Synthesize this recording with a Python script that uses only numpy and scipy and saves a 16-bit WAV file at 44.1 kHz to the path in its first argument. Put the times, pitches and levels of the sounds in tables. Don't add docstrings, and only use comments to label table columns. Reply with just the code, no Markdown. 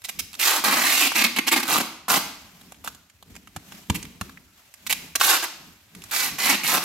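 import sys
import numpy as np
from scipy import signal
from scipy.io import wavfile
from scipy.ndimage import uniform_filter1d

SR = 44100
rng = np.random.default_rng(int(sys.argv[2]) if len(sys.argv) > 2 else 0)


def int16_out(signal):
    q = np.round(np.clip(np.atleast_2d(signal).T, -1, 1) * 32767)
    wavfile.write(sys.argv[1], SR, q.astype(np.int16))


def volts_from_db(level):
    exponent = np.asarray(level, float) / 20
    return 10 ** exponent


N = 301644


def evened(x):
    return x / np.sqrt(np.mean(x ** 2) + 1e-20)


def read(points, hz):
    f, value = np.transpose(points)
    return np.interp(np.log(hz + 1), np.log(f + 1), value)


def add(mix, s, sound):
    part = mix[round(s * SR):][:len(sound)]
    part += sound[:len(part)]


def band(x, lo_hz, hi_hz):
    return signal.sosfilt(signal.butter(2, [lo_hz, hi_hz], "band", fs=SR, output="sos"), x)


def colour(points, size=2048):
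    level_db = np.maximum(read(points, abs(np.fft.fftfreq(size, 1 / SR))), -100)
    log_gain = np.log(volts_from_db(level_db))
    return np.fft.ifft(np.exp(np.conj(signal.hilbert(log_gain)))).real[:size // 2]


def resonate(x, hz, width):
    turn = np.exp(2j * np.pi * np.cumsum(hz * np.ones(len(x))) / SR)
    r = np.exp(-np.pi * width / SR)
    return 2 * (turn * signal.lfilter([1 - r], [1, -r], x / turn)).real


def swell(s, rise, fall):
    t = np.arange(N) / SR
    return volts_from_db(-20 * np.maximum((s - t) / max(rise, .005), (t - s) / max(fall, .005)))


# peak_s, rise_s, fall_s, rustle_db, shuffle_db
MOVES = [(.068, 0.091, 0.034, -47.5, -85), (.178, 0.067, 0.18, -52, -43), (.39, 0.076, 0.06, -42, -56),
         (1.3, 1.8, 1.4, -64, -49.5), (2.3, 0.19, 0.58, -46, -49), (2.62, 0.19, 0.36, -54, -54.5),
         (2.9, 0.23, 0.14, -70, -47.5), (3.31, 0.092, 0.32, -51.5, -43), (3.561, 0.0069, 0.055, -51, -37.5),
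         (3.75, 0.2, 0.21, -40.5, -43.5), (3.904, 0.013, 0.075, -43, -24.5), (3.96, .06, 0.39, -44.5, -35),
         (4.217, 0.016, 0.2, -45, -40), (4.579, 0.1, 0.25, -55, -76), (4.86, 0.089, 0.18, -58, -52),
         (4.96, 0.075, 0.47, -64.5, -43.5), (5.05, 0.38, 0.17, -43, -67), (5.551, 0.12, 0.67, -49.5, -65),
         (5.71, .25, 0.083, -61, -46), (5.974, 0.051, 0.098, -53, -39), (6.1, 0.13, 0.05, -42.5, -61),
         (6.35, 0.26, .06, -40, -38.5), (6.75, .4, 0.66, -70, -40.5)]
# frequency_hz, density_db (per Hz)
RUSTLE = [(300, -17.5), (600, -2), (1200, -3.5), (2500, -1.5), (5000, -5), (7000, -5), (10000, -12),
          (12000, -5), (15800, -15.5)]
# frequency_hz, density_db (per Hz)
RUMBLE = [(15, -58), (25, -10), (54, -8), (129, -4), (172, -3), (303, -14), (339, -21.5), (500, -19),
          (650, -49), (1100, -120)]
# frequency_hz, likeness (-1 to 1)
SAME = [(60, 0.81), (240, 0.98), (950, 0.34), (3770, 0.1), (15000, 0.46)]


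def background():
    frames, hz = N // 128 + 6, np.fft.rfftfreq(512, 1 / SR)
    a, b, c, d, patches = rng.standard_normal((frames, 257, 5)).T
    patches = uniform_filter1d(patches, size=10, axis=0)
    patches = evened(uniform_filter1d(patches, size=12, axis=1))
    flicker = evened(uniform_filter1d(rng.standard_normal(frames), size=3))
    same = np.clip(read(SAME, hz), -1, 1)[:, None]
    left = a + 1j * b
    right = same * left + np.sqrt(1 - same ** 2) * (c + 1j * d)
    z = np.array([left, right]) * volts_from_db(1.0 * patches + 1.1 * flicker)
    hiss = signal.istft(z, nperseg=512, noverlap=384)[1][:, :N]
    rustle = evened(signal.oaconvolve(hiss, colour(RUSTLE)[None])[:, :N])
    loudness, shuffling = np.full(N, volts_from_db(-65.5)), np.full(N, volts_from_db(-87.5))
    for s, rise, fall, rustle_db, shuffle_db in MOVES:
        shape = swell(s, rise, fall)
        shuffling += volts_from_db(shuffle_db - 1.0) * shape
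        loudness += volts_from_db(rustle_db - 3.5) * shape
    low = signal.oaconvolve(hiss, colour(RUMBLE, size=16384)[None])[:, :N]
    lumps = volts_from_db(2.1 * evened(uniform_filter1d(rng.standard_normal(N), size=4000)))
    rumble_level = volts_from_db(-76) + volts_from_db(-15.5) * shuffling ** 0.74
    rumble = lumps * rumble_level * evened(band(low, 22, 118))
    shuffle = shuffling * evened(band(low, 114, 480))
    return loudness * rustle + rumble + shuffle


# peak_s, rise_s, fall_s, pitch_hz, width_hz, level_db
WHINE = (4.56, .2, .1, 1340, 70, -71)


def whine():
    s, rise, fall, hz, width, db = WHINE
    whistle = evened(resonate(rng.standard_normal(N), hz, width))
    return volts_from_db(db) * np.minimum(2 * swell(s, rise, fall), 1) * whistle


# frequency_hz, t60_s
STABLE = [(150, 0.8), (600, 0.61), (2000, 0.69), (6000, 0.6), (14000, 0.39)]
# frequency_hz, tail_db
STABLE_DB = [(150, -29), (500, -27), (1500, -25.5), (5000, -21), (14000, -24)]
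MONO_HZ = 648


def tail():
    taps = np.zeros((2, SR))
    at = np.arange(400, SR - 20, 20) + rng.integers(0, 20, (2, (SR - 401) // 20))
    np.put_along_axis(taps, at, rng.choice([-1., 1.], at.shape), 1)
    hz, t, z = signal.stft(taps, SR, nperseg=256)
    apart = (hz / np.hypot(hz, MONO_HZ))[:, None] ** 2
    right = apart * z[1] + np.sqrt(1 - apart ** 2) * z[0]
    z = np.array([z[0], right]) * volts_from_db(-60 * t / read(STABLE, hz)[:, None])
    z = z * np.minimum(t / 0.0034, 1)
    energy = (abs(z) ** 2).sum(2, keepdims=True).mean(0)
    z = z / np.sqrt(energy) * volts_from_db(read(STABLE_DB, hz))[:, None]
    return signal.istft(z, SR, nperseg=256)[1] / 15


def stable(x, turns_per_s=7.3):
    turn = 2 * np.pi * turns_per_s * np.arange(N) / SR
    shares = np.sin(turn), np.cos(turn)
    return sum(signal.fftconvolve((x * share)[None], tail(), axes=1)[:, :N] for share in shares)


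# delay_ms, gain
BOUNCES = [
    [(.9, -0.37), (2.3, -0.5), (4.1, 0.66), (7.7, 0.11)],
    [(1.3, -0.26), (2.9, 0.87), (5.2, 0.28), (6.6, -0.43)],
]
# frequency_hz, left_minus_right_db
LEAN = [(60, -4.5), (110, 1.5), (200, 1.5), (380, 1.5), (700, 1), (1290, 3.5), (2380, -3.5), (4400, 0.5),
        (8120, -13), (15000, -3)]


def near(x, sway=0.114):
    treble = signal.lfilter(*signal.butter(2, 950 / (SR / 2), "high"), x)
    t, out = np.arange(N) / SR, np.zeros((2, N))
    for ear, side in enumerate((.5, -.5)):
        heard = x.copy()
        for ms, gain in BOUNCES[ear]:
            swing = np.sin(2 * np.pi * (rng.uniform(.5, 1.5) * t + rng.random()))
            lag = ms / 1000 * (1 + sway * swing)
            heard += gain * np.interp(t - lag, t, treble)
        out[ear] = signal.oaconvolve(heard, colour([(f, side * db) for f, db in LEAN]))[:N]
    return out


# frequency_hz, density_db (per Hz)
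PEEL = [(240, -14.5), (400, -8), (537, -9), (768, -3), (1210, -1), (1340, -5), (1520, -5), (1750, -12.5),
        (2010, -4), (6870, -9), (9820, -14.5), (11700, -6.5), (15700, -13.5), (16400, -25)]


def snap(db, low_db, low_hz, fade_ms):
    t = np.arange(1500) / SR
    grit = rng.standard_normal(1500) * np.exp(-1000 * t / fade_ms) * np.minimum(t / 0.000058, 1)
    bright = band(signal.oaconvolve(grit, colour(PEEL))[:1500], 1240, 11400)
    dull = band(resonate(grit, low_hz, 600), 576, 5400)
    return volts_from_db(db + 3.5) * (bright / abs(bright).max() + volts_from_db(low_db) * dull / abs(dull).max())


# start_s, peak_db, low_part_db (relative), low_part_hz
CREASES = [(0.019, -38, -28, 1500), (0.1615, -39, -20, 2000), (0.3172, -43, -19, 980),
           (0.3311, -31, -38, 1000), (0.341, -27.5, -28, 1000), (0.3514, -26, -21, 1000),
           (2.6126, -41, -43, 1000), (2.7213, -35, 0.5, 770), (2.745, -40, -34, 1000),
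           (2.9486, -33, -15, 984), (3.0989, -40, -9, 1995), (3.2264, -35, -7, 806),
           (3.3534, -35, -10, 1000), (3.364, -31, -3, 754), (3.4735, -35.5, -3, 1530),
           (3.7218, -32.5, -0.5, 1120), (4.0283, -25, -30, 2000), (4.0525, -31, -10, 2000),
           (4.2953, -37.5, 1, 1310), (4.3735, -43.5, 8.5, 2040), (4.7398, -32.5, -12.5, 1800),
           (5.9502, -30, -39, 1010), (6.02, -30.5, -17, 800), (6.039, -27.5, -37, 1000),
           (6.0646, -45, -24, 1000)]
# start_s, peak_db, low_part_db (relative)
RIPS = [
    (0.192, -42, -36),
    (1.119, -20.5, 4.5),
    (1.4867, -10, -9),
    (2.1013, -8.5, -4.5),
    (2.8758, -27, 8.5),
    (4.8662, -20, -47),
    (4.9264, -6.5, -30),
    (5.157, -8, -8),
    (5.212, -9, 2.5),
]


def creases_and_rips(hands):
    for s, db, low_db, low_hz in CREASES + [(*rip, 960) for rip in RIPS]:
        add(hands, s, snap(db, low_db, low_hz, fade_ms=0.89))


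# frequency_hz, level_db, t60_s
THUD = [(194, 6.5, 0.029), (97, 3.5, 0.05), (294, -10, 0.04)]


def pat(db, thud_db):
    t = np.arange(6000) / SR
    thud = sum(volts_from_db(level - 60 * t / t60) * np.sin(2 * np.pi * hz * t) for hz, level, t60 in THUD)
    thud = thud * np.minimum(t / 0.0047, 1)
    slap = np.pad(snap(db, -1.0, low_hz=1000, fade_ms=2.6), (0, 4500))
    return slap - volts_from_db(db + thud_db + 16.0) * thud / abs(thud).max()


# start_s, slap_db (peak), thud_db (relative)
PATS = [
    (3.563, -27, -16.5),
    (3.899, -16, -9.5),
    (4.212, -21.5, -17),
]


def pats(hands):
    for s, db, thud_db in PATS:
        add(hands, s, pat(db, thud_db))


def stroke(start, length, peak_db, place, hum_db):
    u, place = np.linspace(0, 1, num=25), np.clip(place, .02, .98)
    rise = 6.5 * min(place / 0.16, 1) * np.maximum(1 - u / place, 0) ** 2.9
    fall = 12.5 * min((1 - place) / 0.52, 1) * np.maximum((u - place) / (1 - place), 0) ** 1.47
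    hum_growth_db_per_s = 89.5
    hum = hum_db - hum_growth_db_per_s * length * (1 - u)
    return np.transpose([start + length * u, peak_db - rise - fall, hum])


# start_s, resonance_hz, slip_rate_hz
STRIP = [(.1, 2550, 174), (.39, 2530, 282), (.52, 1330, 360), (.64, 1460, 185), (.82, 1840, 240),
         (1.0, 2700, 274), (1.3, 2200, 197), (1.5, 2450, 260), (1.6, 1585, 253), (1.68, 1050, 140),
         (2.88, 880, 200), (3.95, 2360, 193), (4.93, 2400, 250), (5.16, 1760, 306), (5.4, 1460, 323),
         (6.11, 1850, 257), (6.67, 2380, 171), (6.75, 1300, 164)]
PATCHES = [1400, 2700, 3900, 5600, 11500]


def pull(rows, chance, jitter=.5, focus=0.58, jerk=0.78):
    s, *columns = np.transpose(rows)
    t = np.arange(s[0], s[-1] + .04, 1 / SR)
    peel_db, hum_db = (np.interp(t, s, c) for c in columns)
    when, *strip_columns = np.transpose(STRIP)
    strip_hz, rate = (np.interp(t, when, c) for c in strip_columns)
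    boom_db = hum_db - peel_db
    ring_db = 2.5 + 0.27 * boom_db + np.log2(strip_hz / 1500)
    pulling = np.clip(np.minimum(t - s[0], s[-1] - t) / .001, 0, 1)
    wander, size, threads, place = chance[round(s[0] * SR):][:len(t)].T

    uneven = np.exp(jitter * evened(uniform_filter1d(wander, size=200)) / 2)
    turns = np.cumsum(rate * uneven) / SR
    slips = (np.diff(np.floor(turns), prepend=-1) > 0) * volts_from_db(2.4 * np.clip(size, -2, 1.6))
    tear_ms = 2.1
    tearing = evened(signal.lfilter([1], [1, -np.exp(-1000 / (tear_ms * SR))], slips))
    creep = .3 * volts_from_db(-0.32 * np.clip(boom_db - 1.5, -25, 10))
    spray = tearing + creep
    which = (1000 * abs(place)).astype(int) % len(PATCHES)
    rung = sum(resonate(slips * (which == k), hz, 0.35 * hz) for k, hz in enumerate(PATCHES))
    drive = evened(spray * threads) - .45 * evened(slips) - .5 * evened(rung)

    rasp = signal.oaconvolve(drive, colour(PEEL))[:len(t)]
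    body = band(rasp, 284, 3340)
    lengthwise = evened(resonate(resonate(drive, strip_hz, 1400), strip_hz, 1500))
    crosswise = evened(resonate(drive, 3860, 1200))
    modes = lengthwise + volts_from_db(-5.5) * crosswise
    strip = evened(evened(body) * (1400 / strip_hz) ** 1.07 + focus * modes)

    hum_hz = np.clip(rate, 205, 320)
    push = evened(resonate(slips - slips.mean(), hum_hz, 210.0))
    tremor_db = .8 * evened(uniform_filter1d(wander, size=500))
    start_jerk = 1 + jerk * np.exp((s[0] - t) / 0.0012)
    level = volts_from_db(peel_db + tremor_db) * pulling * start_jerk
    boom = resonate(resonate(push * level * volts_from_db(boom_db + 0.5), hum_hz, 285), hum_hz, 450)
    bright = volts_from_db(-1.5) * evened(band(rasp, 1820, 17400))
    return s[0], level * (bright + volts_from_db(ring_db + 1.5) * strip) + band(boom, 194, 412)


# start_s, peel_db, roll_hum_db
DRAW = [
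    (.639, -19.5, -45),
    (.675, -23.5, -32),
    (.817, -26.5, -37),
    (.931, -22, -47.5),
    (1.005, -22, -38),
    (1.079, -24.5, -34.5),
]
# start_s, length_s, peak_db, peak_place (0-1), end_hum_db
PULLS = [(0.04, 0.022, -29.5, 0.44, -84), (.086, 0.017, -30, 0.22, -57), (0.189, 0.018, -24, 0.7, -83),
         (0.392, .213, -20, 0.32, -37.5), (1.12, 0.012, -36, 0.2, -58), (1.148, 0.077, -23, 1, -31),
         (1.238, .02, -16.5, 0.3, -25.5), (1.261, 0.013, -26, 0.3, -34), (1.362, 0.026, -27, 0, -32.5),
         (1.386, 0.01, -19.5, 0, -23.5), (1.467, 0.031, -23.5, 0.6, -36),
         (1.513, 0.036, -21.5, 0.45, -27.5), (1.559, 0.035, -22, 0.36, -25),
         (1.596, 0.016, -30, 0.3, -40), (1.629, .014, -26.5, .05, -39), (1.654, .013, -32, 0.3, -44),
         (1.669, 0.12, -21.5, 0.71, -29), (1.802, 0.014, -23, 0.5, -25.5),
         (2.082, .1, -19.5, 0.66, -30), (2.841, 0.034, -36, 0.2, -51), (2.874, 0.018, -31, 0.04, -63),
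         (3.945, 0.028, -27.5, 0.2, -59), (4.865, 0.012, -25.5, 0.6, -71),
               (4.895, 0.028, -20, 0.44, -55), (4.926, .011, -23, 0.35, -63), (5.153, 0.015, -21, 0.1, -44),
               (5.198, 0.18, -19, 0.67, -39), (5.425, .035, -27, 0, -40), (6.111, .188, -23.5, 0.48, -46),
               (6.384, .17, -23.5, 0.69, -30), (6.635, 0.15, -22, 0.78, -32), (6.822, 0.021, -29, .9, -50)]


def pulls(tape, tugs):
    chance = rng.standard_normal((N + SR, 4))
    add(tape, *pull(DRAW, chance))
    for row in PULLS:
        length_s = row[1]
        add(tugs if length_s < .036 else tape, *pull(stroke(*row), chance))


def scene():
    tape, tugs, hands = np.zeros((3, N))
    pulls(tape, tugs)
    creases_and_rips(hands)
    pats(hands)
    shielded = volts_from_db(-5) * tugs + volts_from_db(-10) * hands
    direct = near(tape + volts_from_db(-1.0) * tugs + hands)
    return direct + stable(tape + shielded) + background() + whine()


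def band_limit(x):
    return signal.sosfilt(signal.butter(12, 17010, fs=SR, output="sos"), x)


def record(dry):
    heard = band(np.tanh(dry / 1.172) * 1.022, 66, 22000)
    heard = signal.oaconvolve(heard, signal.firwin(255, 15950, fs=SR)[None], "same")
    return band_limit(heard)


dry = scene()
out = record(dry)
int16_out(out)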